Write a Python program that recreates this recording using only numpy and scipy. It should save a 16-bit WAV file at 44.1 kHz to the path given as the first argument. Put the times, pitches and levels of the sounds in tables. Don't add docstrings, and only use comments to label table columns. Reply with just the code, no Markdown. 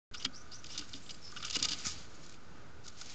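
import sys
import numpy as np
from scipy import signal
from scipy.fft import rfft, irfft
from scipy.io import wavfile
from scipy.ndimage import uniform_filter1d, map_coordinates

SR = 44100
rng = np.random.default_rng(int(sys.argv[2]) if len(sys.argv) > 2 else 0)


def unload_wav(signal):
    wavfile.write(
        sys.argv[1],
        SR,
        np.round(np.clip(np.atleast_2d(signal).T, -1, 1) * 32767).astype(np.int16),
    )


def amplitude_ratio(level_db):
    exponent = np.asarray(level_db, float) / 20
    return 10 ** exponent


N = 138474


def bandpass(x, hz, width):
    return signal.lfilter(*signal.iirpeak(hz, hz / width, fs=SR), x)


def lowpass(x, hz, order):
    return signal.sosfilt(signal.butter(order, hz, fs=SR, output="sos"), x)


def unit(x):
    return x / np.sqrt(np.mean(x ** 2))


def colour(x, points):
    corners = np.array(points)
    hz = np.arange(N // 2 + 1) * SR / N + 1
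    gain_db = np.interp(np.log(hz), np.log(corners[:, 0]), corners[:, 1])
    return unit(irfft(rfft(x) * amplitude_ratio(gain_db), N))


def walk(rate):
    k = int(SR / rate)
    smooth = uniform_filter1d(rng.standard_normal(N), k)
    return unit(uniform_filter1d(smooth, k))


def crackle(grain_db):
    grain = 24
    loudest = 2.4
    size = amplitude_ratio(grain_db * np.minimum(rng.exponential(size=N // grain + 1), loudest))
    return unit(np.repeat(size, repeats=grain)[:N] * rng.standard_normal(N))


def scrapes(rows):
    out, clicks = np.zeros(N + SR), crackle(3.5)
    t = np.arange(SR // 10) / SR
    for peak_s, db, length, hz in rows:
        start = int((peak_s - 0.45 * length) * SR)
        swell = np.minimum(t / (0.5 * length), 1)
        stop = np.exp(-(t / (1.247 * length)) ** 3.5)
        shape = swell * stop
        swarm = shape * np.resize(clicks[start:start + len(t)], len(t))
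        swarm = bandpass(swarm, hz, 0.68 * hz)
        swarm = bandpass(swarm, hz, 1.9 * hz)
        swarm = swarm + amplitude_ratio(-8) * bandpass(swarm, hz, 0.1 * hz)
        out[start:start + len(t)] += amplitude_ratio(db - 10.5) * swarm * np.linalg.norm(shape) / np.linalg.norm(swarm)
    return out[:N]


def box(x, tones):
    out = amplitude_ratio(-6) * x
    for k, (hz, width, db) in enumerate(tones):
        out = out + (-1) ** k * amplitude_ratio(db) * bandpass(x, hz, width)
    return out


def box_near_hole(x):
    # f/Hz, width/Hz, level/dB
    upper_tones = [(1247, 16, 10.5), (1560, 420, 0.5), (2310, 73, -8), (2900, 101, 6.5), (3254, 37, -1.5),
                   (3540, 84, 5), (4430, 65, -21.5), (4860, 84, 6), (6000, 63, -15), (6690, 155, 1)]
    return box(x, upper_tones)


def box_near_floor(x):
    # f/Hz, width/Hz, level/dB
    floor_tones = [(2290, 240, -9.5), (3520, 59, 0.5), (4790, 93, -9.5), (5930, 130, -14), (6880, 610, -11)]
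    return box(x, floor_tones)


def entrance(x):
    return bandpass(x, 1220, 70) - bandpass(x, 1479, 97)


def air():
    # f/Hz, level/dB
    air_colour = [(15, -38), (25, -8), (92, -2), (279, -10), (308, -9.5), (475, -14), (666, -17),
                  (1480, -20.5), (8000, -36), (10400, -70), (17600, -120)]
    wide = colour(rng.standard_normal(N), air_colour) * amplitude_ratio(-56.5 + 1.0 * walk(8.3))
    hole = unit(entrance(rng.standard_normal(N)))
    return wide + hole * amplitude_ratio(-65.5 + 2.2 * walk(6))


def leaves(t):
    # t/s, level/dB
    stirring = np.array([(0.112, -72.5), (0.242, -55.5), (.28, -66.5), (.62, -64.5), (.7, -56), (.8, -54),
                         (.86, -58), (1.2, -62.5), (1.34, -58.5), (1.671, -47), (1.761, -49.5),
                         (1.899, -48.5), (2.04, -56), (2.08, -63), (2.34, -60), (2.38, -68), (2.799, -71.5),
                         (3.099, -51.5)])
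    # f/Hz, level/dB
    leaf_colour = [(290, -85), (500, -36.5), (555, -24), (853, -17.5), (1280, -17.5), (4750, -8.5),
                   (8000, -13.5), (10400, -11), (17600, -120)]
    stir_db = np.interp(t, stirring[:, 0], stirring[:, 1])
    return colour(crackle(2.2), leaf_colour) * amplitude_ratio(stir_db + 0.34 * walk(90) + 6.5)


def claws():
    # t/s, peak level/dB, length/s, colour f/Hz
    scratches = [(.14, -29, 0.012, 3440), (.148, -31.5, 0.01, 3700), (.198, -34, 0.0085, 3380),
                 (.21, -37, 0.017, 2960), (.224, -27, 0.0044, 4940), (.238, -44.5, 0.011, 5000),
                 (.2475, -16.5, 0.01, 4400), (.249, -15.5, 0.0042, 3370), (.254, -21.5, 0.0065, 2300),
                 (.259, -33, 0.0053, 2010), (.522, -37, 0.029, 4860), (.6415, -25, 0.0025, 6000),
                 (.643, -30, 0.0044, 3150), (.659, -33, .005, 4700), (.666, -30, 0.006, 4800),
                 (.69, -41, 0.008, 5500), (.7, -39.5, 0.022, 3040), (.703, -39.5, .012, 4800),
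                 (.723, -30.5, .01, 5700), (.735, -34.5, 0.013, 4000), (.746, -30, 0.0044, 4500),
                 (.755, -33, 0.016, 4000), (.777, -14.5, 0.0033, 4700), (.781, -22.5, .005, 4400),
                 (.789, -22.5, 0.01, 4740), (.809, -32.5, 0.0055, 3560), (.815, -40, 0.024, 3700),
                 (.844, -40, .005, 5500), (.891, -35, .006, 5800), (.932, -24, 0.003, 4500),
                 (.9365, -25, 0.0047, 3630), (.947, -34.5, 0.011, 4000), (.958, -34, 0.014, 5760),
                 (.975, -39.5, 0.014, 5000), (1.061, -39, .008, 3180), (1.093, -27, 0.0073, 3660),
                 (1.105, -25.5, 0.0081, 5030), (1.116, -36, 0.0055, 6230), (1.144, -34, 0.0054, 4150),
                 (1.317, -33, .008, 6000), (1.362, -29, 0.0055, 3060), (1.369, -29, 0.0074, 2900),
                 (1.385, -37, 0.0041, 4500), (1.401, -35, 0.0096, 2760), (1.426, -23, 0.0038, 4540),
                 (1.433, -33, 0.02, 3000), (1.446, -25.5, 0.0077, 3280), (1.45, -21, 0.01, 5500),
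                 (1.464, -27, 0.012, 4800), (1.479, -27.5, 0.0062, 3000)]
    return scrapes(scratches)


def rim():
    # t/s, peak level/dB, length/s, colour f/Hz
    brushes = [(.142, -39, 0.013, 1370), (.254, -44, 0.0083, 1590), (.752, -44.5, 0.018, 1350),
               (.82, -43.5, 0.007, 1320), (1.323, -38.5, 0.0095, 1300), (1.362, -33.5, .005, 1380),
               (1.371, -33.5, 0.0091, 1390), (1.401, -40, .006, 1350), (1.427, -35, 0.017, 1400),
               (1.447, -38, 0.011, 1320), (1.46, -44, 0.02, 1350), (1.48, -54, .008, 1280),
               (1.598, -43, 0.014, 1250), (1.648, -38, .012, 1310), (1.692, -52, 0.0066, 1390),
               (1.731, -38.5, 0.0089, 1310), (1.795, -42, 0.01, 1250), (1.852, -46, 0.0085, 1250),
               (1.87, -56, 0.013, 1250), (2.86, -48.5, 0.023, 1410), (3.014, -41, 0.01, 1390)]
    return amplitude_ratio(8) * entrance(scrapes(brushes))


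def songbirds(t):
    # t/s, level/dB
    chirps = [
        (0.147, -50.5),
        (0.327, -50.5),
        (0.508, -50),
        (0.684, -53.5),
    ]
    # t/s, length/s, level/dB, start f/Hz, end f/Hz
    whistles = [
        (1.217, .078, -52.5, 5550, 5250),
        (1.362, .06, -53, 6900, 4650),
        (1.015, .135, -64, 7500, 7480),
    ]
    out = np.zeros(N)
    pure_share = 2.5
    rasp = pure_share + walk(300)
    rise_s, hold_s, hold_db = .046, .054, -9
    for s, db in chirps:
        rise = s + rise_s
        end = rise + hold_s
        hz = np.interp(t, [s, s + .016, rise, end], [4400, 4850, 6120, 6120 * .99])
        shape = np.interp(t, [s, s + 0.011, rise, rise + 0.008, end - .01, end],
                          [0, 1, 1, amplitude_ratio(hold_db), amplitude_ratio(hold_db), 0])
        out += amplitude_ratio(db) * shape * np.sin(2 * np.pi * np.cumsum(hz) / SR)
    for s, length, db, from_hz, to_hz in whistles:
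        sag = np.exp(-np.maximum(t - s, 0) / .014)
        hz = to_hz + (from_hz - to_hz) * sag
        shape = np.interp(t, [s, s + 0.0031, s + length - .01, s + length], [0, 1, 1, 0])
        out += amplitude_ratio(db) * shape * np.sin(2 * np.pi * np.cumsum(hz) / SR)
    out = out * rasp / pure_share
    echo_t60_s, echo_db = .2, -3
    tail = rng.standard_normal(SR // 4) * amplitude_ratio(-60 * t[:SR // 4] / echo_t60_s)
    return out + amplitude_ratio(echo_db) * signal.fftconvolve(out, tail / np.linalg.norm(tail))[:N]


def thumps(t):
    # t/s, peak level/dB, f/Hz, time to fall by 60 dB/s
    landings = [
        (0.257, -39, 259.3, 0.15),
        (.79, -45.5, 293, 0.17),
        (0.943, -44.5, 271, 0.2),
        (1.566, -33, 274.5, 0.053),
        (1.611, -40, 270, 0.088),
        (1.709, -43, 290, 0.15),
        (1.865, -34, 210, 0.034),
        (1.869, -47, 79.6, 0.3),
        (1.565, -45, 478, 0.071),
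    ]
    out = np.zeros(N)
    for s, db, hz, t60 in landings:
        since = np.maximum(t - s, 0)
        ring = np.sin(2 * np.pi * hz * since)
        ring += .5 * np.sin(2 * np.pi * hz * 0.72 * since)
        ring += 0.16 * np.sin(2 * np.pi * hz * 1.4 * since)
        out += amplitude_ratio(db - 60 * since / t60) * np.minimum(since / 0.0024, 1) * ring
    return out


def wings():
    # t/s, peak level/dB, length/s, colour f/Hz
    strokes = [(1.499, -18.5, 0.0044, 4830), (1.507, -16.5, 0.0047, 5330), (1.516, -37.5, 0.009, 3240),
               (1.527, -22, 0.006, 5200), (1.532, -29.5, 0.01, 3500), (1.543, -19.5, 0.015, 4160),
               (1.553, -15.5, 0.0043, 5200), (1.558, -22.5, 0.0068, 5770), (1.558, -19.5, 0.013, 2900),
               (1.565, -12.5, 0.0044, 5270), (1.572, -46, 0.004, 3000), (1.589, -21.5, 0.0056, 4950),
               (1.597, -22.5, 0.0062, 5000), (1.602, -35, 0.011, 3260), (1.622, -23.5, 0.0048, 2960),
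               (1.626, -5.5, 0.0027, 5640), (1.63, -20.5, 0.014, 4700), (1.641, -14.5, 0.0018, 4970),
               (1.646, -13.5, .006, 4550), (1.652, -9.5, 0.0037, 5660), (1.657, -27.5, 0.0045, 4060),
               (1.685, -15, 0.0043, 4860), (1.689, -23, .005, 5400), (1.693, -19, 0.0028, 4600),
               (1.707, -21.5, .01, 4780), (1.717, -15, .004, 4830), (1.723, -20.5, 0.0077, 4400),
               (1.731, -13.5, 0.0029, 4760), (1.74, -27, 0.0072, 4040), (1.784, -28.5, 0.011, 6500),
               (1.793, -34, 0.014, 4830), (1.805, -34, .014, 6000), (1.85, -23, 0.023, 5560),
               (1.857, -21, 0.0094, 6430), (1.8665, -13.5, 0.0034, 6000), (1.871, -20.5, 0.0093, 6560),
               (1.877, -25.5, 0.0093, 5360), (1.886, -24, 0.013, 6000), (1.856, -26.5, 0.033, 2200),
               (1.902, -29, 0.02, 5700), (1.915, -32, 0.03, 5700)]
    return scrapes(strokes)


def gust(t):
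    middle_s, length_s = 1.65, 0.16
    wind = unit(bandpass(rng.standard_normal(N), 70, 120))
    return amplitude_ratio(-53) * wind * np.exp(-((t - middle_s) / length_s) ** 2)


def feet():
    # t/s, peak level/dB, length/s, colour f/Hz
    steps = [(2.145, -42, .022, 6750), (2.236, -38.5, 0.02, 5700), (2.262, -38.5, 0.0066, 6400),
             (2.294, -32.5, 0.004, 6000), (2.324, -36, 0.0034, 5000), (2.342, -38, .0063, 2940),
             (2.845, -40.5, 0.027, 5000), (2.858, -45, 0.0092, 4760), (2.865, -33, 0.0039, 5170),
             (2.879, -27.5, 0.011, 5750), (2.896, -39, 0.0091, 4800), (2.972, -44, .014, 4770),
             (2.99, -38, 0.047, 5470), (3.013, -23.5, 0.006, 5300), (3.021, -46, 0.0066, 5460),
             (3.059, -31, 0.0041, 4800), (3.068, -40, 0.0085, 5500), (3.099, -33.5, .014, 4900)]
    return scrapes(steps)


def scene():
    t = np.arange(N) / SR
    above = box_near_hole(claws() + wings()) + rim()
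    below = box_near_floor(feet() + leaves(t))
    return (above + below + thumps(t) + songbirds(t) + gust(t) + air())[None]


def band_limit(x):
    return signal.sosfilt(signal.butter(12, 9590, fs=SR, output="sos"), x)


def record(dry):
    t = np.arange(N) / SR
    rate_hz, drops_per_s, first_drop_s = 16000, 300, .0021
    offset, starts_s = .0062, .1125
    lag = ((t - first_drop_s) * drops_per_s % 1 - .5) / rate_hz
    x = lowpass(dry[0], 7650, order=24)
    x = map_coordinates(x, [(t - lag) * SR], mode="nearest")[None]
    x = x * (1 + 2 * np.cos(2 * np.pi * rate_hz * t))
    x = (x + offset) * (t > starts_s)
    x = lowpass(x, 7580, order=9)
    x = lowpass(x, 8370, order=24)
    return band_limit(x)


dry = scene()
out = record(dry)
unload_wav(out)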